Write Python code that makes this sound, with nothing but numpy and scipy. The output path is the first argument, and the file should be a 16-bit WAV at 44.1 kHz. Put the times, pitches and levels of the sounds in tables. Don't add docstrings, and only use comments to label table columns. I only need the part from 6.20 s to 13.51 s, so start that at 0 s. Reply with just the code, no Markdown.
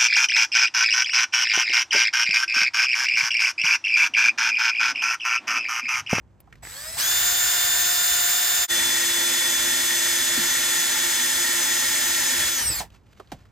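import sys
import numpy as np
from scipy import signal
from scipy.fft import rfft, irfft, next_fast_len
from scipy.io import wavfile

SR = 44100
rng = np.random.default_rng(int(sys.argv[2]) if len(sys.argv) > 2 else 0)


def unload_wav(signal):
    wavfile.write(
        sys.argv[1],
        SR,
        np.round(np.clip(np.atleast_2d(signal).T, -1, 1) * 32767).astype(np.int16),
    )


N = 322371
TIME = np.arange(N) / SR
STEP = 40
FFT_SIZE = next_fast_len(N, True)
FREQS = np.maximum(np.arange(FFT_SIZE // 2 + 1) * SR / FFT_SIZE, 1)
LOW_CUT_HZ, CUTOFF_HZ = 43, 15850

START_S, PULL_S, EASE_S, BRAKE_S = .421, .766, 6.347, 6.597
BITE_S, PRESS_S, THROUGH_S = .55, 2.474, 6.29
BRAKE_GRIP_S = .026
JERK_SPEED, TOP_SPEED = 55, 357.1
GEAR_RATIO, MESH_MULTIPLE = 44, 10

# f/Hz, level/dB
AIR_COLOUR = [(25, -7), (100, 1.5), (200, -2), (330, -7.5), (500, -12), (1000, -15.5), (2000, -27),
              (4000, -39.5), (8000, -36.5), (15000, -56)]
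RUMBLE_COLOUR = [(20, -20.5), (35, -10), (55, 4), (80, -4.5), (120, -6), (200, -17), (400, -40.5),
                 (1500, -70)]
# f/Hz, level/dB
DISTANT_HUMS = [(57.5, -63.5), (97, -66)]
# t/s, half length/s, boost/dB
RUMBLE_SWELLS = [(1.25, 0.75, 6.3), (6.21, 0.093, 20), (6.52, 0.12, 17)]
RUSTLE_SWELLS = [(.35, 0.1, 12), (6.745, 0.042, 22.5), (6.96, 0.15, 17), (7.21, 0.12, 17.7)]
# t/s, level/dB, starting f/Hz, pitch fall/(octaves per s), time to fade 60 dB/s
BUMPS = [(4.175, -27.5, 274, 14, 0.16), (7.119, -35, 383, 62, 0.23)]
# t/s, level/dB, f/Hz, time to fade 60 dB/s, crack against ring/dB
CONTACTS = [(0.203, -46, 12000, 0.027, -7.5), (.274, -49.5, 900, 0.054, -26), (.326, -42, 1650, 0.043, -7),
            (.355, -56, 1800, .025, 6), (.427, -47, 700, 0.15, -1), (.451, -37, 1900, 0.028, -4),
            (0.471, -38, 1800, .025, 2), (6.498, -37.5, 302, 0.12, -8), (6.604, -32, 795, 0.13, 1),
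            (6.703, -56, 3000, 0.019, 4), (6.998, -36.5, 488, .057, -11), (7.001, -38, 1140, 0.046, -11),
            (7.073, -55, 3400, .02, -11), (7.118, -34, 645, 0.085, -1), (7.254, -54, 1300, .017, -5)]
# f/Hz, level/dB
FAN_SLOW = [(200, -19), (450, -7), (1000, -1.5), (2200, -1.5), (2900, -4.5), (3400, 0.5), (4200, -1),
            (5000, 3), (6100, -2.5), (8300, 3.5), (10200, 0.5), (13000, -3.5), (15600, 0)]
FAN_LIGHT = [(200, -24.5), (500, -16), (1000, -7.5), (2200, -9), (3000, -3.5), (4000, -1.5), (5100, 0.5),
             (6200, -8.5), (7700, -3), (9500, -3.5), (11000, -3), (12600, -13), (14000, -7), (15600, -2.5)]
FAN_HARD = [(200, -12.5), (500, -33.5), (1000, -9.5), (2200, -5.5), (3000, -0.5), (3700, 1), (5200, 0),
            (6600, -5), (7900, 2), (9600, 4), (10600, -1.5), (12600, -10.5), (14000, -8.5), (15600, -5)]
# f/Hz, level/dB
SCRAPE_COLOUR = [(150, -17), (400, -29), (650, -17), (1100, -13.5), (1500, 4), (1800, 3), (2300, -1.5),
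                 (3200, -14), (8000, -37.5)]
# f/Hz, width/Hz, level/dB
FRAME_RINGS = [(251.4, 28, -18), (351, 11, -19.5), (530, 17, -23), (619, 40, -22), (900, 120, -14),
               (1840, 86, -4.5), (2197, 190, -7)]
# t/s, half length/s, boost/dB
BIT_RASPS = [(.8, 0.021, 5.5), (6.115, .02, 1.5), (6.21, 0.015, 2), (6.255, .025, 0.5), (6.395, .016, 2.5)]
# t/s, half length/s, strength
BIT_SNAGS = [(6.14, .025, .8), (6.25, .04, 1.0)]
# multiple of rotor speed, level/dB
GEAR_TONES = [(.76, -25), (1.476, -27), (1.757, -25.5), (2.537, -22.5), (5.09, -12.5), (5.41, -10.5),
              (5.5, -10)]
# t/s, target speed/(turns per s), lag/s
TRIGGER_MOVES = [(START_S, 145, .16), (PULL_S, TOP_SPEED, .035), (EASE_S, 0, .62), (BRAKE_S, 0, .06)]
# f/Hz, level/dB
HOUSING_COLOUR = [(150, -12), (340, -2.5), (700, -3), (2600, -4.5), (3500, -1.5), (4700, -1), (6200, -2.5),
                  (7200, -4.5), (8600, 6.5), (10400, -2), (15500, -5)]
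# multiple of rotor speed, level speeding up/dB, level slowing/dB
SLOW_TONES = [(5, -13.5, -29), (10, -13, -11), (15, -9, -24), (18, -20, -11), (20, -17, -8.5),
              (30, -14, -5), (40, -6.5, -11), (50, -16, -10), (60, -11, -22), (70, -9, -26),
              (100, -15, -30), (110, -15, -30)]
# multiple of rotor speed, level pressed lightly/dB, level pressed hard/dB
FAST_TONES = [(1, -31, -19), (2, -31.5, -54), (3, -36.5, -32), (4, -19.5, -19), (5, -15, -19.5),
              (8, -21.5, -23), (9, -31, -20.5), (10, -6.5, -9.5), (11, -25, -39.5), (15, -18.5, -14.5),
              (18, -8.5, -7.5), (19, -28.5, -39), (20, -3.5, -6), (21, -15.5, -14.5), (23, -28.5, -18),
              (25, -22.5, -34), (29, -27, -22), (30, -9, -14), (36, -17.5, -32), (37, -31, -39),
              (39, -24, -26), (40, -7, -13.5), (41, -22, -14.5)]
# f/Hz, left's phase lead/rad, left minus right/dB, noise likeness (0-1)
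MIC_PORTS = [(60, 0, -1, .7), (350, -.3, -3, .7), (700, 0, -5, .65), (1450, -.5, -4, .65),
             (1900, 0, 0, .95), (2500, .1, -1, .75), (3500, 1.3, -1.5, .6), (4900, .6, 0, .7),
             (5700, -1.3, -1, .55), (6250, -.5, 5.5, .6), (6450, -.35, 6, .6), (6950, -.45, 0, .65),
             (7200, -.6, -1, .65), (8000, -1, 0, .7), (9000, -2.2, 0, .72), (10000, -3.14, 0, .98),
             (11500, -4.7, 0, .5), (12500, -6.28, 0, .98), (13500, -6.3, 0, .9), (14100, -7.5, 0, .5),
             (15500, -9.4, 0, .9)]


def from_db(db):
    return 10 ** (np.asarray(db) / 20)


def rms_one(x):
    return x / np.sqrt(np.mean(x ** 2) + 1e-20)


def since(s):
    return np.maximum(TIME - s, 0)


def per_sample(steps):
    return np.interp(TIME, TIME[::STEP], steps)


def wander(hz):
    pole = np.exp(-2 * np.pi * STEP * hz / SR)
    noise = rng.standard_normal(len(TIME[::STEP]) + 2000)
    return rms_one(signal.lfilter([1], [1, -2 * pole, pole * pole], noise)[2000:])


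def drift(hz):
    return per_sample(wander(hz))


def swells(rows):
    return per_sample(sum(height * np.exp(-((TIME[::STEP] - s) / half) ** 2) for s, half, height in rows))


def spectrum(points, column=1):
    table = np.array(points)
    return np.interp(np.log(FREQS), np.log(table[:, 0]), table[:, column])


def tone(cycles):
    phase = (cycles - np.floor(cycles)).astype(np.float32) + rng.random()
    return np.sqrt(2) * np.sin(2 * np.pi * phase)


def stereo_noise(colour, pulse=1):
    mid, side = rfft((rng.standard_normal((2, N)) * pulse).astype(np.float32), FFT_SIZE)
    alike = np.clip(spectrum(MIC_PORTS, column=3), 0, 1)
    both = np.sqrt(1 + alike) * mid + np.sqrt(1 - alike) * side * [[1], [-1]]
    return rms_one(irfft((colour * both).astype(np.complex64), FFT_SIZE)[:, :N])


def outdoors(air_db=-59.5, rumble_db=-57):
    air = from_db(air_db) * stereo_noise(from_db(spectrum(AIR_COLOUR)))
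    sway = from_db(rumble_db + swells(RUMBLE_SWELLS) + 2.4 * drift(3.6))
    rumble = sway * stereo_noise(from_db(spectrum(RUMBLE_COLOUR)))
    hums = sum(from_db(db + 4.5 * drift(2.2)) * tone(hz * TIME + drift(1) / 10)
               for hz, db in DISTANT_HUMS)
    return air + rumble + hums


def rustle(rest_db=-80.5, band_hz=(700, 3000)):
    rubs = rng.standard_normal(N) * from_db(2.5 * drift(70))
    band = signal.butter(1, band_hz, "band", fs=SR, output="sos")
    return from_db(rest_db + swells(RUSTLE_SWELLS)) * rms_one(signal.sosfilt(band, rubs))


def thuds(attack_s=.0015):
    out = np.zeros(N)
    for s, db, hz, fall, fade_s in BUMPS:
        age, rate = since(s), fall * np.log(2)
        envelope = np.minimum(age / attack_s, 1) * from_db(db - 60 * age / fade_s)
        cycles = hz * (1 - np.exp(-rate * age)) / rate
        out += envelope * tone(cycles + .11 * drift(110))
    return out


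def knocks(band_ratio=1 + 1 / 3.6, crack_hz=2380):
    out, age = np.zeros((2, N + SR)), TIME[:SR // 4]
    for s, db, hz, fade_s, crack_db in CONTACTS:
        mid, side = rng.standard_normal((2, len(age)))
        fade = from_db(-60 * age / fade_s)
        burst = (mid + .25 * side * [[1], [-1]]) * fade
        edges_hz = [hz / band_ratio, min(hz * band_ratio, CUTOFF_HZ)]
        ring = rms_one(signal.sosfilt(signal.butter(2, edges_hz, "band", fs=SR, output="sos"), burst))
        crack = rms_one(signal.lfilter(*signal.butter(1, crack_hz, fs=SR), burst))
        gain = from_db(db) * np.sqrt(np.mean(fade ** 2))
        start = round(s * SR)
        out[:, start:start + len(age)] += gain * (ring + from_db(crack_db) * crack)
    return out[:, :N]


def brake(turns, level_db=-38, fade_s=.093):
    grip = np.minimum(since(BRAKE_S) / BRAKE_GRIP_S, 1) ** 4
    fade = from_db(level_db - 60 * since(BRAKE_S + BRAKE_GRIP_S) / fade_s)
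    return grip * fade * tone(5 * turns + drift(90) / (2 * np.pi))


def fan(turns, pressed, slow):
    burst = from_db(7.5 * (1 - .36 * slow) * np.cos(np.pi * turns) ** 8)
    light, hard, creeping = [stereo_noise(from_db(spectrum(colour)), burst)
                             for colour in (FAN_LIGHT, FAN_HARD, FAN_SLOW)]
    return np.sqrt(1 - slow) * np.where(pressed, hard, light) + np.sqrt(slow) * from_db(2) * creeping


def cutting(turns, pressed):
    catch = np.cos(np.pi * turns / GEAR_RATIO) ** 20
    tearing = from_db(drift(250) + .45 * drift(6.9) + 1.5 * catch)
    scrape = stereo_noise(from_db(spectrum(SCRAPE_COLOUR)), tearing)
    frame_power = 0
    for hz, width_hz, db in FRAME_RINGS:
        peak = 1 / (1 + ((FREQS / hz - hz / FREQS) * hz / width_hz) ** 2)
        frame_power += from_db(db) ** 2 * peak / np.mean(peak)
    ring = stereo_noise(np.sqrt(frame_power), tearing)
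    return from_db(np.where(pressed, -5.5, -2.5)) * scrape + pressed * from_db(-2) * ring


def gears(turns, flutter_db=3.5, slip_rad=.88):
    out = np.zeros(N)
    for multiple, db in GEAR_TONES:
        gain = np.sqrt(2) * from_db(db + flutter_db * drift(16))
        out += gain * np.sin(2 * np.pi * multiple * turns + slip_rad * drift(7.1))
    return out


def drilling_noise(speed, turns, pressed, slow):
    octaves = np.log2(speed / TOP_SPEED)
    load_db = swells(BIT_RASPS) - 3 * np.minimum(since(THROUGH_S) / .016, 1)
    air = from_db(-23.5 + 9 * octaves) * fan(turns, pressed, slow)
    metal = cutting(turns, pressed) + pressed * (1 - slow) * gears(turns)
    metal_db = np.maximum(-30.5 + 13.5 * octaves, -46.5)
    return from_db(load_db) * (air + from_db(metal_db) * metal)


def rotor_speed(pressed, snag):
    free = np.full(N, float(JERK_SPEED))
    for s, target, lag_s in TRIGGER_MOVES:
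        glide = target + (free[int(s * SR)] - target) * np.exp(-since(s) / lag_s)
        free = np.where(TIME < s, free, glide)
    drag = .025 * pressed + .0029 * since(PRESS_S) + .014 * snag
    tug = np.where(pressed, .0009, .0003) + .002 * snag + .003 * (TIME > EASE_S)
    return np.maximum(free * (1 - drag + tug * drift(20)), 1)


def buzz(turns, bump_count=88):
    bumps = signal.resample(rng.standard_normal(bump_count), bump_count * 10)
    return rms_one(np.interp(turns % 1, np.linspace(0, 1, len(bumps)), np.gradient(bumps)))


def whine(tones, speed, turns, pressed, mesh_db, flutter_db):
    flare_hz, flare_octaves, flare_db = 783, .12, 16
    housing_hz, housing_db = np.transpose(HOUSING_COLOUR)
    out = np.zeros(N)
    for multiple, light_db, hard_db in tones:
        hz = multiple * speed[::STEP]
        level_db = np.where(pressed[::STEP], hard_db, light_db)
        level_db = level_db + np.interp(np.log2(hz), np.log2(housing_hz), housing_db)
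        level_db += flare_db / (1 + (np.log2(hz / flare_hz) / flare_octaves) ** 2)
        if multiple == 1:
            level_db -= 1.5 * since(PRESS_S)[::STEP]
        else:
            level_db += flutter_db * wander(23)
        if multiple == MESH_MULTIPLE:
            level_db += mesh_db[::STEP]
        out += per_sample((hz < CUTOFF_HZ) * from_db(level_db)) * tone(multiple * turns)
    return out


def motor(speed, turns, pressed, slow, snag, chopper_hz=7800):
    mesh_db = np.where(pressed, 4, -3.5) - 2.15 * since(PRESS_S) + 7.5 * snag
    damping_db = 1.64 * pressed + .07 * since(PRESS_S) + 2 * snag
    level_db = -19.5 + 12 * np.log2(speed / TOP_SPEED) - damping_db
    fast = whine(FAST_TONES, speed, turns, pressed, mesh_db, flutter_db=1.6)
    fast += from_db(-17.5) * buzz(turns)
    fast *= from_db(-7 * np.exp(-since(PULL_S) / .077))
    creeping = whine(SLOW_TONES, speed, turns, pressed, mesh_db, flutter_db=3.5)
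    creeping *= from_db(-79 * np.maximum(BITE_S - TIME, 0))
    chopper = from_db(-47) * tone(chopper_hz * TIME + .15 * drift(120))
    powered = np.maximum(1 - since(BRAKE_S) / BRAKE_GRIP_S, 0)
    return powered * (from_db(level_db) * ((1 - slow) * fast + slow * creeping) + slow * chopper)


def scene():
    pressed, snag = TIME > PRESS_S, swells(BIT_SNAGS)
    speed = rotor_speed(pressed, snag)
    turns = np.cumsum(speed) / SR
    slow = np.maximum(1 - since(PULL_S) / .046, 0) + np.minimum(since(EASE_S) / .12, 1) ** 2
    running = np.minimum(since(START_S) / .012, 1) * from_db(-319 * since(BRAKE_S + BRAKE_GRIP_S))
    drill = motor(speed, turns, pressed, slow, snag) + drilling_noise(speed, turns, pressed, slow)
    drill = running * drill + brake(turns)
    handling = knocks() + thuds() + rustle()
    dip = np.clip(np.abs(TIME - PRESS_S) / .034, .1, 1) ** 2
    return dip * (drill + handling + outdoors())


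def record(dry):
    lead, balance_db = spectrum(MIC_PORTS, column=1), spectrum(MIC_PORTS, column=2)
    ports = from_db(np.array([balance_db, -balance_db]) / 2) * np.exp(.5j * np.array([lead, -lead]))
    heard = irfft(rfft(dry, FFT_SIZE) * ports, FFT_SIZE)[:, :N]
    heard = signal.sosfilt(signal.butter(2, LOW_CUT_HZ, "high", fs=SR, output="sos"), heard)
    return signal.sosfilt(signal.ellip(12, .1, 80, CUTOFF_HZ, fs=SR, output="sos"), heard)


dry = scene()
out = record(dry)
unload_wav(out)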